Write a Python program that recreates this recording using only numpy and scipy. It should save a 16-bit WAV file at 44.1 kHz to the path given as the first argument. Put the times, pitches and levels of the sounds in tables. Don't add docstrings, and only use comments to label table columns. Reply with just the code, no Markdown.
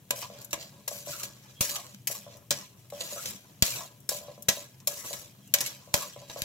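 import sys
import numpy as np
from scipy import signal
from scipy.fft import rfft, irfft, next_fast_len
from scipy.io import wavfile

SR = 44100
rng = np.random.default_rng(int(sys.argv[2]) if len(sys.argv) > 2 else 0)


def level_to_linear(level):
    exponent = np.asarray(level, float) / 20
    return 10 ** exponent


def to_wav(s):
    ch = np.atleast_2d(s).T
    pcm = np.round(np.clip(ch, -1, 1) * 32767)
    wavfile.write(sys.argv[1], SR, pcm.astype(np.int16))


N = 284263

# time of full force in seconds, strength in dB, deep part in dB
# relative to it, treble part in dB relative to it (all trebles are raised alike later), and the time in
# seconds in which the rattle falls by 60 dB.
LANDINGS = [(0.1068, -12, -13.5, -9.5, 0.021), (0.2239, -27, -17, -42, 0.092), (0.4125, -42, -16, -7, 0.08),
            (0.5075, -41, -37, -12, 0.12), (0.5299, -16.5, -11.5, -15.5, 0.058),
            (0.8779, -16.5, -21.5, -9, 0.041), (1.1335, -32, -24, -27, 0.063),
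            (1.232, -25.5, -20, -11, 0.068), (1.608, -14, -22, -10, 0.073), (1.694, -22, -30, -14, 0.069),
            (1.7562, -21.5, -21.5, -15, 0.053), (2.072, -20.5, -17.5, -6.5, 0.057),
            (2.11, -32.5, -24, -4.5, 0.086), (2.507, -14, -15.5, -15, 0.087),
            (2.9013, -39, -28, -10.5, 0.026), (3.007, -20.5, -24, -22, 0.041),
            (3.257, -22.5, -22, -15, 0.046), (3.307, -37, -33, -3, 0.018),
            (3.6232, -5.5, -21.5, -16.5, 0.043), (4.0906, -19.5, -13.5, -4.5, 0.027),
            (4.4847, -8.5, -17.5, -15, 0.066), (4.802, -47, -34, -13, 0.045),
            (4.8728, -21, -16.5, -4, 0.047), (5.047, -50, -24, -19, 0.046), (5.13, -28.5, -16.5, -12, 0.12),
            (5.5387, -11, -22, -10, 0.047), (5.5857, -24, -44, -16, 0.033),
            (5.6064, -18.5, -21, -9.5, 0.059), (5.661, -24.5, -42, -12.5, 0.058),
            (5.9409, -3.5, -10.5, -15, 0.02), (6.2971, -32, -7.5, -22, 0.08),
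            (6.4194, -12, -30, -13.5, 0.0096)]
# time of full contact in seconds, length in seconds, level on
# landing in dB, level at lift in dB, treble relative to the rest in dB.
DRAG_STROKES = [(0.161, 0.055, -48, -47, 5), (0.267, 0.14, -57, -55.5, -7), (0.548, 0.079, -55, -46, -4.5),
                (0.91, 0.099, -45.5, -52, 6), (1.065, .19, -45.5, -49, 3.5), (1.618, 0.13, -36, -45, 4),
                (1.798, .14, -49.5, -61.5, 0), (2.095, 0.06, -48.5, -49, 7.5),
                (2.222, 0.099, -67, -54.5, -13), (2.525, 0.1, -45.5, -50, -2.5),
                (2.927, 0.13, -57, -44, -0.5), (3.017, 0.28, -49.5, -44.5, 4),
                (3.648, 0.18, -34.5, -47.5, 2.5), (4.103, 0.065, -40, -45.5, 6),
                (4.25, 0.11, -57, -62.5, -20), (4.515, 0.086, -43, -47.5, 1.5),
                (4.881, 0.13, -49.5, -50, 7), (5.048, 0.17, -45, -51.5, 4.5),
                (5.549, 0.13, -44.5, -40, -0.5), (5.947, 0.077, -37.5, -41.5, 2.5),
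                (6.1, 0.18, -56.5, -60.5, -21), (6.285, 0.19, -57, -41.5, -2.5)]
# time in seconds, level in dB.
SEED_JIGGLE = [(0.0, -69.5), (0.45, -71), (0.85, -67), (1.5, -60), (2.0, -87), (2.85, -69.5), (3.5, -65.5),
               (4.0, -81), (4.8, -75), (5.45, -67.5), (5.9, -64), (6.44, -68)]
# time in seconds, strength in dB.
SEED_POPS = [(0.3881, -36), (1.866, -34), (1.946, -33.5), (4.4941, -14), (5.9513, -19), (6.2178, -42),
             (6.3143, -33), (6.421, -39)]
# time in seconds, strength in dB.
OIL_SPITS = [(0.446, -34.5), (2.369, -46), (2.47, -69), (4.002, -49.5), (4.4226, -34), (5.475, -47.5),
             (6.389, -38)]
# pitch in Hz, relative strength in dB, time in seconds to
# fall by 60 dB.
PAN_MODES = [(584.1, -4.5, 0.11), (527, -15, 0.082), (643.3, -13.5, 0.11), (664.6, -16.5, 0.17),
             (778, -19.5, 0.15), (1005.4, -8, 0.11), (1100, -4.5, 0.042), (1267, -4, 0.014),
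             (1334, -39, 0.026), (1659, -4.5, 0.055), (1944, -14, 0.097), (2100, -62, 0.13),
             (2550, -57, .1), (2660, -37, 0.047), (3100, -42, 0.035), (3440, -48, 0.047), (3590, -7, 0.047),
             (4223, -16, 0.033), (4300, -14, 0.1), (4943, 7, 0.0093), (5442, 0, 0.035), (6040, 1, 0.051),
             (6230, -3.5, 0.02), (6440, -30, 0.073), (7080, -36, 0.051), (8010, -29, 0.026),
             (11330, -24.5, 0.11), (12930, -23, .05)]
# frequency in Hz, relative strength in dB per Hz.
METAL_PUFF = [(120, 7), (250, 13), (600, -2.5), (1100, 12.5), (1700, 3.5), (2500, 13.5), (4000, 13),
              (6500, 10), (7800, 9), (8800, -20), (10500, -4), (13400, -7.5), (15800, -13.5)]
# time in seconds, strength in dB.
PAN_NUDGES = [(0.132, -33), (0.18, -38), (0.3, -37.5), (0.356, -45), (0.532, -32), (0.878, -42),
              (0.914, -32.5), (1.072, -34.5), (1.608, -33), (1.696, -46), (2.101, -32.5), (2.265, -39),
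              (2.35, -48.5), (2.924, -31), (3.008, -36), (3.124, -37), (3.161, -37), (3.682, -44),
              (4.117, -28), (4.211, -41), (4.283, -37.5), (4.378, -43), (4.571, -38.5), (4.874, -31),
              (5.108, -35), (5.541, -31.5), (5.875, -44.5), (5.941, -32), (6.162, -35.5), (6.22, -42.5),
              (6.361, -32)]
# start in seconds, length in seconds, start pitch in Hz,
# end pitch in Hz, level at the middle in dB.
BLADE_SQUEAKS = [(0.22, 0.046, 1070, 1084, -43), (1.12, 0.045, 1350, 1426, -45.5),
                 (1.192, 0.039, 1240, 1290, -48.5), (1.549, 0.068, 3280, 3300, -58.5),
                 (1.695, 0.13, 1178, 1100, -49.5), (1.735, .1, 740, 763, -52.5),
                 (2.134, 0.047, 1100, 1100, -61), (2.953, .03, 3300, 3280, -54),
                 (3.154, 0.057, 1344, 1327, -45.5), (3.713, 0.037, 2360, 2410, -47),
                 (3.762, 0.11, 680, 702, -51), (3.804, 0.023, 1070, 1120, -43.5),
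                 (4.22, .14, 1052, 1042, -62), (4.967, 0.1, 2050, 2090, -56.5),
                 (4.999, 0.098, 1090, 1104, -56.5), (5.42, 0.05, 3300, 3250, -65),
                 (5.465, 0.04, 2850, 2800, -63.5), (6.002, 0.052, 1070, 1085, -39)]
# time in seconds, strength in dB.
STOVE_THUMPS = [(0.1044, -55), (1.6075, -12.5), (2.509, -80), (3.001, -36), (3.6231, -5.5), (4.4836, -15.5),
                (5.9408, -11), (6.296, -33.5), (6.4209, -20)]
# frequency in Hz, relative strength in dB per Hz.
OIL_HISS = [(18, -50), (30, -40), (130, 8), (198, -10), (244, -8.5), (435, -15), (581, -19.5), (645, -18),
            (1420, -28), (3280, -22.5), (4860, -36), (5990, -25), (9350, -28), (11800, -24.5),
            (15800, -30.5)]
# pitch in Hz, width in Hz, level in dB.
FLAME_RESONANCES = [(125.5, 12.4, -65.5), (196.2, 13.6, -64)]
# frequency in Hz, likeness from 0 to 1, left minus right in dB.
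MICROPHONES = [(40, 0.97, 26), (126, 1, 1), (292, 0.84, 0.5), (655, 0.76, 4.5), (1500, 0.36, 0),
               (3140, 0.51, -3), (7740, 0.45, 1.5), (15200, 0.63, 17)]

SPLIT_HZ, TOP_HZ = 1506, 9200
LAND_S, LIFT_DB_PER_S = 0.014, 253
ROLL_DB, ROLL_FOLLOWS, ROLL_DB_PER_S, ROLL_DULL_DB = -56.5, 0.9, 80.5, -4
DEEP_DB, DEEP_FOLLOWS = -7, 0.82
SPIT_T60_S, SPIT_BODY_DB = 0.037, -24
STEEL_T60_S, SPOTS = 0.012, 16
NUDGE_SOFT_HZ, NUDGE_SPREAD_DB = 695, 3
ROCK_DB, ROCK_T60_S = -38, 0.45
SQUEAK_WIDTH_HZ = 85
THUMP_HZ, THUMP_T60_S = 105, 0.018
KITCHEN_T60_S, KITCHEN_DB = 0.18, -13
HISS_DB = -56.5
CUTOFF_HZ = 16000
LEFT_RIGHT = np.array([[1], [-1]])


def rms_one(x):
    return x / np.sqrt(np.mean(x ** 2) + 1e-20)


def at_hz(points, hz, column=1):
    points = np.array(points)
    return np.interp(np.log(np.maximum(hz, 1)), np.log(points[:, 0]), points[:, column])


def drift(rate):
    knots = rng.standard_normal(400)
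    return np.interp(np.arange(N) / SR * rate, np.arange(len(knots)), knots)


def filtered(x, hz, kind, order):
    return signal.sosfilt(signal.butter(order, hz, kind, fs=SR, output="sos"), x)


def clicks(per_s, uneven_db):
    sizes = level_to_linear(uneven_db * np.minimum(rng.exponential(1, N), 5)) * rng.choice([-1, 1], N)
    return rms_one(sizes * (rng.random(N) < per_s / SR))


def stereo_noise(spectrum, size):
    hz = np.fft.rfftfreq(size, 1 / SR)
    mid, side = rfft(rng.standard_normal((2, size)))
    alike = np.clip(at_hz(MICROPHONES, hz), 0, 1)
    lean_db = at_hz(MICROPHONES, hz, column=2)
    both = np.sqrt(1 + alike) * mid + LEFT_RIGHT * np.sqrt(1 - alike) * side
    gain = level_to_linear(at_hz(spectrum, hz) + LEFT_RIGHT * lean_db / 2)
    return rms_one(irfft(both * gain, size))


def knocks(rise_s=0.000975):
    force = np.zeros((3, N))
    t = np.arange(4096) / SR
    clatter = rng.standard_normal((len(LANDINGS), 2, 4096)) ** 3
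    for (s, strength_db, deep_db, top_db, t60), pair in zip(LANDINGS, clatter):
        at = round((s - rise_s) * SR)
        end = min(len(t), N - at)
        rattle = level_to_linear(-60 * t / max(t60, 0.005))
        crack = level_to_linear(7.5 - 60 * t / 0.0037)
        dying = rattle + crack
        shape = np.minimum(t / rise_s, 1) ** 2 * level_to_linear(strength_db) * dying
        low, high = (x * np.sqrt(np.sum(dying ** 2) / np.sum((x * dying) ** 2)) for x in pair)
        parts = [level_to_linear(deep_db) * low, level_to_linear(-8) * high, level_to_linear(top_db + 6.5) * high]
        force[:, at:at + end] += (shape * parts)[:, :end]
    return force


def drag():
    t = np.arange(N) / SR
    body = level_to_linear(2 * np.interp(t, *np.transpose(SEED_JIGGLE)))
    top = body * level_to_linear(2 * ROLL_DULL_DB)
    for s, length, land_db, lift_db, bright_db in DRAG_STROKES:
        after = np.maximum(t - s - length, 0)
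        landing = np.clip((t - s) / LAND_S + 1, 0, 1) ** 2
        blade_db = np.interp(t, [s, s + length], [land_db, lift_db]) - LIFT_DB_PER_S * after
        blade = landing * level_to_linear(2 * blade_db)
        roll_db = ROLL_DB + ROLL_FOLLOWS * (lift_db + 48.5) - ROLL_DB_PER_S * after
        roll = (after > 0) * level_to_linear(2 * roll_db)
        body = body + blade + roll
        top = top + blade * level_to_linear(2 * bright_db) + roll * level_to_linear(2 * ROLL_DULL_DB)
    jolts = level_to_linear(DEEP_DB - 48) * (np.sqrt(body) / level_to_linear(-48)) ** DEEP_FOLLOWS
    deep = clicks(1100, uneven_db=1.5) * jolts * level_to_linear(4.3 * drift(40))
    seeds = clicks(5000, uneven_db=3.5) * level_to_linear(1.8 * drift(60))
    return np.array([deep, seeds * np.sqrt(body), seeds * np.sqrt(top)])


def pops():
    force = np.zeros((3, N))
    for s, strength_db in SEED_POPS:
        force[:, round(s * SR)] = level_to_linear(strength_db + np.array([-8, 9, 6]))
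    return force


def spits():
    force = np.zeros((3, N))
    t = np.arange(2048) / SR
    bursts = rng.standard_normal((len(OIL_SPITS), 2048))
    for (s, strength_db), noise in zip(OIL_SPITS, bursts):
        at = round(s * SR)
        parts_db = np.array([[SPIT_BODY_DB], [0]])
        force[1:, at:at + len(t)] += level_to_linear(strength_db + parts_db - 60 * t / SPIT_T60_S) * noise
    return force


def spot_on_pan(modes_db=-18.5, spread_db=4):
    t = np.arange(8192) / SR
    out = stereo_noise(METAL_PUFF, size=8192) * level_to_linear(-60 * t / STEEL_T60_S)
    for hz, level_db, t60 in PAN_MODES:
        unlike = 1 - np.clip(at_hz(MICROPHONES, hz), 0, 1)
        phase = rng.normal(0, 0.96, (2, 1)) * unlike
        lean_db = LEFT_RIGHT * at_hz(MICROPHONES, hz, column=2) / 2
        gain = level_to_linear(modes_db + level_db + rng.normal(0, spread_db) + lean_db)
        out += gain * level_to_linear(-60 * t / t60) * np.sin(2 * np.pi * hz * t + phase)
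    lag = int(rng.integers(0, 14))
    out[1] = np.concatenate([np.zeros(lag), out[1, :len(t) - lag]])
    deep = filtered(out, SPLIT_HZ, "low", order=4)
    middle = filtered(out, [SPLIT_HZ, TOP_HZ], "band", order=4)
    top = filtered(out, TOP_HZ, "high", order=4)
    return [part / np.sqrt(np.mean(np.sum(part ** 2, axis=1))) for part in (deep, middle, top)]


def pan(forces):
    place = np.argmax([drift(35) for spot in range(SPOTS)], axis=0)
    stray = rng.random(N) < 0.2
    place = np.where(stray, rng.integers(0, SPOTS, N), place)
    size = next_fast_len(N + 8192)
    out = 0
    for spot in range(SPOTS):
        for force, voice in zip(forces, spot_on_pan()):
            out = out + rfft(force * (place == spot), size) * rfft(voice, size)
    return irfft(out, size)[:, :N]


def nudges():
    s, strength_db = np.transpose(PAN_NUDGES)
    at = np.round(s * SR).astype(int)
    chance = rng.standard_normal((len(s), len(PAN_MODES)))
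    tremble = level_to_linear(ROCK_DB) * clicks(200, uneven_db=0.5)
    first_hz, first_db = PAN_MODES[0][:2]
    out = np.zeros(N)
    for (hz, level_db, t60), luck in zip(PAN_MODES[:10], chance.T):
        push = np.full(N, 1e-18)
        luck_db = NUDGE_SPREAD_DB * luck * (hz != first_hz)
        softness = 1 + (hz / NUDGE_SOFT_HZ) ** 4
        push[at] = level_to_linear(strength_db + level_db - first_db + luck_db) / softness
        push += tremble * signal.lfilter([1], [1, -level_to_linear(-60 / (ROCK_T60_S * SR))], push)
        r, w = level_to_linear(-60 / (t60 * SR)), 2 * np.pi * hz / SR
        out += signal.lfilter([0, np.sin(w)], [1, -2 * r * np.cos(w), r * r], push)
    return filtered(out, [450, 1200], "band", order=2) * level_to_linear(1.5 * LEFT_RIGHT)


def squeaks():
    t = np.arange(N) / SR
    out = np.zeros(N)
    a, b = filtered(rng.standard_normal((2, N)), SQUEAK_WIDTH_HZ, "low", order=2)
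    for s, length, start_hz, end_hz, level_db in BLADE_SQUEAKS:
        along = np.clip((t - s) / length, 0, 1)
        turn = 2 * np.pi * np.cumsum(start_hz + (end_hz - start_hz) * along) / SR
        whistle = rms_one(a * np.cos(turn) + b * np.sin(turn))
        out += level_to_linear(level_db) * np.sin(np.pi * along) * whistle
    return out


def thumps():
    out = np.zeros((2, N))
    t = np.arange(4096) / SR
    right_shares = rng.uniform(0.098, 0.1, len(STOVE_THUMPS))
    for (s, strength_db), right in zip(STOVE_THUMPS, right_shares):
        at = round(s * SR)
        push = -np.sin(2 * np.pi * THUMP_HZ * t) * level_to_linear(strength_db + 1 - 60 * t / THUMP_T60_S)
        out[:, at:at + len(t)] += push[:N - at] * [[1], [right]]
    return out


def kitchen(x):
    t = np.arange(20000) / SR
    dull = filtered(rng.standard_normal((2, len(t))), 5300, "low", order=1)
    tail = dull * level_to_linear(-60 * t / KITCHEN_T60_S) * (t > 0.004)
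    tail /= np.sqrt(np.sum(tail ** 2, axis=1, keepdims=True))
    return level_to_linear(KITCHEN_DB) * signal.fftconvolve(x, tail, axes=1)[:, :N]


def oil_and_flame():
    out = level_to_linear(HISS_DB + 0.5 * drift(24)) * stereo_noise(OIL_HISS, size=N)
    for hz, width, level_db in FLAME_RESONANCES:
        r = np.exp(-np.pi * width / SR)
        flame = stereo_noise([(20, 0), (20000, 0)], size=N)
        ring = signal.lfilter([1, 0, -1], [1, -2 * r * np.cos(2 * np.pi * hz / SR), r * r], flame)
        out += level_to_linear(level_db + 6.8 * drift(20)) * rms_one(filtered(ring, 406, "low", order=2))
    return out


def scene():
    steel = pan(knocks() + drag() + pops() + spits()) + nudges() + squeaks()
    return steel + kitchen(steel) + thumps() + oil_and_flame()


def top_cut(x):
    return signal.sosfilt(signal.butter(12, 16990, fs=SR, output="sos"), x)


def record(dry):
    cut = signal.sosfilt(signal.cheby2(16, 32, CUTOFF_HZ, fs=SR, output="sos"), dry)
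    mix = filtered(cut, 74, "high", order=2)
    return top_cut(mix)


dry = scene()
out = record(dry)
to_wav(out)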